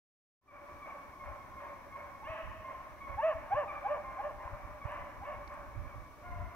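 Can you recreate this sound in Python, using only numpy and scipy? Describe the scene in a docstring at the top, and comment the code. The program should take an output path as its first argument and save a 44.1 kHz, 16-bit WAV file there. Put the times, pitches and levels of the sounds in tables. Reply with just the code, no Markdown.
"""Hounds baying along a trail in pine woods, heard from a hand-held camera's two microphones.
A deep-voiced dog passes closer for four loud calls, each a high yelp that breaks into a hoarse bay.
A shriller dog and the pack stay farther off, and the trunks scatter their cries into a long echo.
Close up, fingers bump and rub the camera and a few twigs tick, over a faint hush and microphone hiss."""
import sys
import numpy as np
from scipy import signal
from scipy.fft import rfft, irfft, next_fast_len
from scipy.io import wavfile
from scipy.ndimage import uniform_filter1d

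SR = 44100
rng = np.random.default_rng(int(sys.argv[2]) if len(sys.argv) > 2 else 0)


def unload_wav(signal):
    """Save mono or channel-first audio to the path in sys.argv[1] as 16-bit WAV at rate SR, clipped to [-1, 1]."""
    wavfile.write(
        sys.argv[1],
        SR,
        np.round(np.clip(np.atleast_2d(signal).T, -1, 1) * 32767).astype(np.int16),
    )


N = 288855
TIME = np.arange(N) / SR

# voice of the shrill hound and the pack as it carries over the ground: f/Hz, level/dB
SHRILL_THROAT = [(150, -53), (440, -20.5), (590, 4.5), (740, -3.5), (900, 0.5), (1070, 0.5), (1350, -5.5),
                 (1800, -8), (2020, -15), (2230, -8), (2480, -16), (3150, -34), (9000, -72)]
# contour of a bark: crest/share of length, rise/octaves, fall/octaves, steepness of the fall,
# start level/dB, end level/dB, growth of roughness
BARK_ARCH = (0.39, 0.1, 0.26, 1.5, -4, -6, 0.07)


def deep_hound(yelp_s=0.0454, break_s=0.029, yelp_ratio=1.38, yelp_rough=0.14, echo_db=-10):
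    """Nearest dog: a yelp cracks down into a bay; brush hides him except when he crosses the track."""
    # t/s, yelp level/dB, bay length/s, bay f/Hz, bay level/dB, direct gain/dB, tilt/(dB per octave)
    calls = [(2.208, -37, 0.16, 655.5, -32.5, -13, 9.5), (3.172, -31.5, .14, 658.6, -29.5, 0, 3),
             (3.503, -30, 0.12, 598.7, -34, 1.5, 0), (3.836, -32.5, 0.12, 599, -35.5, .5, -1.5),
             (4.174, -35, .125, 599, -37.5, -2, -0.5), (4.836, -53, .14, 595.4, -39.5, -6, 6),
             (5.202, -41.5, .13, 593, -38.5, -4.5, 3)]
    # the nearly pure yelp and the fuller bay as they carry over the ground: f/Hz, level/dB
    head_voice = [(200, -42), (800, 1.5), (1100, -4.5), (1650, -20), (2500, -30), (3400, -43), (9000, -100)]
    throat = [(150, -55), (330, -38), (440, -15), (540, -12), (630, 7), (800, -9.5), (1100, -3.5),
              (1280, -16), (1450, -21.5), (1760, -13.5), (2080, -29), (2330, -27), (2850, -26.5),
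              (3300, -49), (9000, -100)]
    # contours of yelp and bay: columns as in BARK_ARCH
    yelp_arch = (0.72, 0.28, 0, 3.5, -19.5, -18, 0.7)
    bay_arch = (0.4359, 0.41, 0.55, 2.5, -12, -6, 1)
    direct, uttered = np.zeros((2, N))
    for k, (s, yelp_db, length, hz, bay_db, direct_db, tilt) in enumerate(calls):
        rough = 0.22 + 0.065 * k  # hoarser with every call
        yelp = voice(yelp_s, arch(*yelp_arch), yelp_ratio * hz, yelp_rough, head_voice)
        bay = voice(length, arch(*bay_arch), hz, rough, tilted(throat, hz, tilt))
        call = np.zeros(SR // 2)
        add(call, 0, gain_of(yelp_db) * yelp)
        add(call, break_s, gain_of(bay_db) * bay)
        add(uttered, s, call)
        add(direct, s, gain_of(direct_db) * call)
    return direct + gain_of(echo_db) * woods(uttered)


def shrill_hound(easy_hz=1057.2, bark_hz=587, direct_db=-3, echo_db=-1, bounce_s=0.065, bounce_db=-6):
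    """Farther off: a thin yelp breaks into a rough bark about an octave lower, half lost in echo."""
    # t/s, yelp length/s, starting f/Hz, yelp level/dB, bark level/dB
    calls = [(0.476, 0.048, 1182, -46.5, -47.5), (0.821, 0.052, 1156, -45, -46.5),
             (1.197, 0.063, 1089, -46.5, -45), (1.566, 0.047, 1082, -46.5, -45),
             (1.922, 0.052, 1101, -46, -47.5), (2.238, 0.051, 1097, -45, -47.5),
             (2.643, 0.049, 1064, -44, -47.5), (3.004, .09, 1120, -45, -48),
             (3.677, .045, 1235, -40.5, -49), (4.043, .07, 1063, -46.5, -49), (4.399, .04, 908, -49, -45.5),
             (4.813, .04, 1139, -47.5, -44), (4.918, 0.058, 990, -45, -46.5), (5.246, .06, 1129, -46, -50),
             (5.47, .05, 1101, -60, -45.5), (5.811, .06, 1182, -55.5, -50.5)]
    dog, repeats = np.zeros((2, N))
    for s, length, yelp_hz, yelp_db, bark_db in calls:
        fall = 0.651 * np.log2(yelp_hz / easy_hz)  # slides part of the way to the dog's easy pitch
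        slide = arch(crest=0.15, rise=0, fall=fall, steep=0.73, start_db=-7.5, end_db=-4, hoarser=0.9)
        bright_throat = tilted(SHRILL_THROAT, yelp_hz, db_per_octave=2)
        yelp = gain_of(yelp_db) * voice(length, slide, yelp_hz, rough=0.11, throat=bright_throat)
        bark = voice(0.085, arch(*BARK_ARCH), bark_hz, rough=0.83, throat=SHRILL_THROAT)
        add(dog, s, yelp)
        add(dog, s + 0.6 * length, gain_of(bark_db) * bark)
        # the yelp bounces between the walls of trees on both sides of the trail
        for bounce in range(1, 4):
            add(repeats, s + bounce * bounce_s, gain_of(bounce * bounce_db) * yelp)
    return gain_of(direct_db) * (dog + repeats) + gain_of(echo_db) * woods(dog)


def far_pack(count=48, bay_hz=590, yelp_hz=1130, spread=0.055, chorus_db=-56):
    """Deep in the woods: a passing chorus of yelps and bays, heard only as echo; two dogs howl."""
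    # drawn-out cries: t/s, length/s, f/Hz, level/dB, roughness/0-1
    howl_calls = [(6.227, .24, 715, -48.5, 0.23), (6.247, .19, 1043, -48.5, 0.47)]
    # contour of a howl: columns as in BARK_ARCH
    howl_arch = (0.08, 0.1, 0.13, 1.5, -7, -6.5, 0.3)
    chorus, howls = np.zeros((2, N))
    for k, (delay, detune) in enumerate(rng.random((count, 2))):
        hz = (yelp_hz if k % 2 else bay_hz) * (1 + spread * (2 * detune - 1))
        cry = voice(0.11, arch(*BARK_ARCH), hz, rough=0.58, throat=SHRILL_THROAT)
        add(chorus, (k + delay) / count * N / SR, cry)
    for s, length, hz, db, rough in howl_calls:
        add(howls, s, gain_of(db) * voice(length, arch(*howl_arch), hz, rough, SHRILL_THROAT))
    passing_db = swell_db(crest_s=3.68, rise_s=0.46, fall_s=1, height_db=7.5)
    distant = gain_of(chorus_db + passing_db) * evened(woods(chorus))
    return distant + gain_of(-6) * howls + gain_of(-2) * woods(howls)


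def voice(length, contour, hz, rough, throat):
    """Uneven vocal fold pulses and a puff of air in each cycle, both passing the throat."""
    size = int(length * SR)
    wobble, hiss, *flutter = rng.standard_normal((8, SR // 2))[:, :size]
    bend, level_db, strain = course(contour, np.linspace(0, 1, size))
    rough = np.clip(rough * strain, 0, 1)
    jitter = (0.0057 + 0.037 * rough) * evened(uniform_filter1d(wobble, size=70))
    cycles = np.cumsum(hz * bend * (1 + jitter)) / SR
    # no two cycles close alike, which blurs the overtones and spares the fundamental
    blur = 0.97 * rough * evened(uniform_filter1d(np.array(flutter), size=130))
    folds = sum(np.cos(2 * np.pi * (k + 1) * cycles + k * wander) for k, wander in enumerate(blur))
    folds *= 1 + 0.93 * rough * np.cos(2 * np.pi * cycles / 3)  # strain favours every third cycle
    puffs = hiss * (0.4 + np.exp(-(cycles % 1) / 0.23))
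    tone = np.sqrt(1 - rough ** 2) * coloured(folds, throat)
    breath = 0.95 * rough ** 2 * coloured(puffs, throat)
    return (tone + breath) * gain_of(level_db) * signal.windows.tukey(size, 0.12)


def arch(crest, rise, fall, steep, start_db, end_db, hoarser):
    """The contour of a cry: pitch and level climb to a crest and sink as the voice frays."""
    progress = np.linspace(0, 1, 65)
    before = np.clip(1 - progress / crest, 0, 1)
    after = np.clip((progress - crest) / (1 - crest), 0, 1)
    bend = 2 ** (-rise * before ** 1.408 - fall * after ** steep)
    level_db = start_db * before ** 2 + end_db * after ** 1.2
    strain = 1 + hoarser * (after / 2 - before)
    return np.transpose([progress, bend, level_db, strain])


def woods(x, build_s=0.014, echoes_per_s=1500):
    """Trunks scatter a call into countless small echoes that build, then die away."""
    # echo among the trunks: f/Hz, time to fall 60 dB/s
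    decay_times = [(300, 0.83), (600, 1.44), (1100, 1.59), (2200, 1.56), (3500, 1.38)]
    # its stereo image: f/Hz, left-right likeness/0-1
    likeness = [(300, 0.9), (600, 0.99), (1100, 0.77), (2200, 0.6), (4000, .3)]
    size = 3 * SR // 2
    echoes = rng.standard_normal((2, size)) * (rng.random(size) < echoes_per_s / SR)
    hz, t, bands = signal.stft(alike(echoes, likeness), SR, nperseg=256)
    envelope = gain_of(-60 * t / read(decay_times, hz)[:, None]) * (1 - np.exp(-t / build_s))
    tail = signal.istft(bands * envelope, SR, nperseg=256)[1]
    return signal.fftconvolve(x[None], tail / np.linalg.norm(tail[0]), axes=1)[:, :N]


def microphone_ports(pair):
    """Sound from down the trail reaches the two microphones with different phase and level."""
    # phase between the ports: f/Hz, lead of the left/rad
    phase = [(300, 2), (540, -1.26), (680, 0.5), (1030, 0.48), (1380, 1.05), (1700, 0.89), (2300, 0.92),
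             (3000, 1.5)]
    # balance between the ports: f/Hz, left over right/dB
    balance = [(300, 0), (620, -1.2), (1100, 0.34), (2200, 0.05)]
    size = next_fast_len(N)
    hz = np.fft.rfftfreq(size, 1 / SR)
    left = gain_of(read(balance, hz) / 2) * np.exp(1j * read(phase, hz) / 2)
    return irfft(rfft(pair, size) * np.array([left, 1 / left]), size)[:, :N]


def handling(grip_db=-63, fidget_db=3, thud_cycles=0.45):
    """At the microphones: the camera rumbles in a fidgeting hand and rocks once at each bump."""
    # rumble of the camera body: f/Hz, level/dB
    rumble = [(15, -24), (30, -1.5), (60, 1), (115, -5.5), (170, -19), (260, -24.5), (600, -65),
              (2000, -87)]
    # the firmest shifts of grip: t/s, length/s, level/dB, left over right/dB
    rubs = [(1.206, 0.16, -52.5, 22), (2.425, .11, -45, -12), (3.081, 0.093, -51.5, -20),
            (4.512, 0.056, -45.5, 12), (5.726, 0.167, -41.5, -13), (5.93, 0.12, -48, -10),
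            (6.239, 0.29, -43.5, 5.5)]
    # finger bumps: t/s, level/dB, f/Hz, left over right/dB
    thuds = [(2.304, -39, 73.4, 18), (3.166, -41, 66, 19), (3.356, -39, 64, 29), (3.548, -36.5, 84.4, 22),
             (4.459, -38.5, 66, 24), (4.653, -40, 68, -18), (4.857, -29.5, 86, -31)]
    fidget = coloured(rng.standard_normal((2, N)), [(0, 0), (9, 0), (18, -40), (90, -100)])
    restless_db = swell_db(crest_s=5.3, rise_s=2.4, fall_s=1, height_db=8)
    grip = gain_of(grip_db + restless_db + fidget_db * fidget)
    out = grip * coloured(rng.standard_normal((2, N)), rumble)
    for s, length, db, side_db in rubs:
        size = int(length * SR)
        rub = evened(coloured(rng.standard_normal((2, SR // 2)), rumble)[:, :size])
        add(out, s, gain_of(db) * panned(rub * signal.windows.tukey(size, 0.5), side_db))
    t = np.arange(-SR // 20, SR // 20) / SR
    for s, db, hz, side_db in thuds:
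        rock = -np.sin(2 * np.pi * hz * t) * np.exp(-(hz * t / thud_cycles) ** 2)
        add(out, s + t[0], gain_of(db) * panned(rock, side_db))
    return out


def twigs(decay_s=0.0014, edge_ratio=0.37):
    """Close by: dry twigs snap, each a tiny burst of noise around one pitch."""
    # snaps: t/s, level/dB, f/Hz
    ticks = [(4.918, -69, 9900), (5.476, -58, 4300), (5.539, -66, 7700)]
    out = np.zeros((2, N))
    t = np.arange(SR // 50) / SR
    envelope = np.e * t / decay_s * np.exp(-t / decay_s)
    for s, db, hz in ticks:
        band = [(hz * edge_ratio, -30), (hz, 0), (hz / edge_ratio, -40)]
        burst = coloured(rng.standard_normal((2, len(t))), band)
        add(out, s, gain_of(db) * burst * envelope)
    return out


def air(db=-61):
    """All around: a soft hush in the pines over the hiss of the microphones."""
    # forest air and hiss: f/Hz, level/dB
    spectrum = [(30, -4), (180, -3), (290, 1.5), (430, -5.5), (1200, -11), (2500, -20.5), (3400, -22),
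                (4900, -25.5), (5850, -20.5), (6500, -27.5), (8500, -30), (12500, -27), (16000, -28)]
    # their stereo image: f/Hz, left-right likeness/0-1
    likeness = [(60, 1), (280, 0.9), (1000, 0.64), (3500, 0), (12000, 0)]
    noise = alike(rng.standard_normal((2, N)), likeness)
    return gain_of(db) * panned(coloured(noise, spectrum), side_db=1)


def gain_of(db):
    """Decibels to a factor."""
    return 10 ** (np.asarray(db) / 20)


def evened(x):
    """Scales to rms 1."""
    return x / np.sqrt(np.mean(x ** 2) + 1e-20)


def course(rows, at):
    """Every column of a curve, read at the given places."""
    knots, *columns = np.transpose(rows)
    return [np.interp(at, knots, column) for column in columns]


def read(points, hz):
    """A spectrum, read on a log-frequency axis."""
    f, value = np.transpose(points)
    return np.interp(np.log(hz + 1), np.log(f + 1), value)


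def add(mix, s, sound):
    """Mixes a sound in at time s."""
    part = mix[..., max(round(s * SR), 0):][..., :sound.shape[-1]]
    part += sound[..., :part.shape[-1]]


def coloured(x, spectrum):
    """Filters x by a spectrum, to rms 1."""
    size = next_fast_len(x.shape[-1])
    shaped = rfft(x, size) * gain_of(read(spectrum, np.fft.rfftfreq(size, 1 / SR)))
    return evened(irfft(shaped, size)[..., :x.shape[-1]])


def tilted(spectrum, pivot_hz, db_per_octave):
    """Brightens or dulls a spectrum about a pivot."""
    return [(f, level + db_per_octave * np.log2(f / pivot_hz)) for f, level in spectrum]


def alike(pair, likeness):
    """Makes two unrelated channels share part of their sound, band by band."""
    size = pair.shape[-1]
    left, right = rfft(pair)
    same = np.clip(read(likeness, np.fft.rfftfreq(size, 1 / SR)), -1, 1)
    return irfft(np.array([left, same * left + np.sqrt(1 - same ** 2) * right]), size)


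def panned(x, side_db):
    """Places a sound left or right at constant power."""
    return evened(gain_of([[side_db / 2], [-side_db / 2]])) * x


def swell_db(crest_s, rise_s, fall_s, height_db):
    """A level that grows to one crest and ebbs again."""
    width_s = np.where(TIME < crest_s, rise_s, fall_s)
    return height_db * np.exp(-((TIME - crest_s) / width_s) ** 2)


def scene():
    """The hounds down the trail, the small sounds at the camera and the forest air."""
    hounds = deep_hound() + shrill_hound() + far_pack()
    return microphone_ports(hounds) + handling() + twigs() + air()


def record(dry):
    """The recorder fades in after a moment of silence and cuts the highest treble."""
    open_s, fade_s, gain_db, cutoff_hz = 0.41, 0.3, 1, 15720
    faded = dry * gain_of(gain_db) * np.clip((TIME - open_s) / fade_s, 0, 1)
    lowpass = signal.firwin(511, cutoff_hz, window=("kaiser", 9), fs=SR)
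    return signal.oaconvolve(faded, lowpass[None], "same")


dry = scene()
out = record(dry)
unload_wav(out)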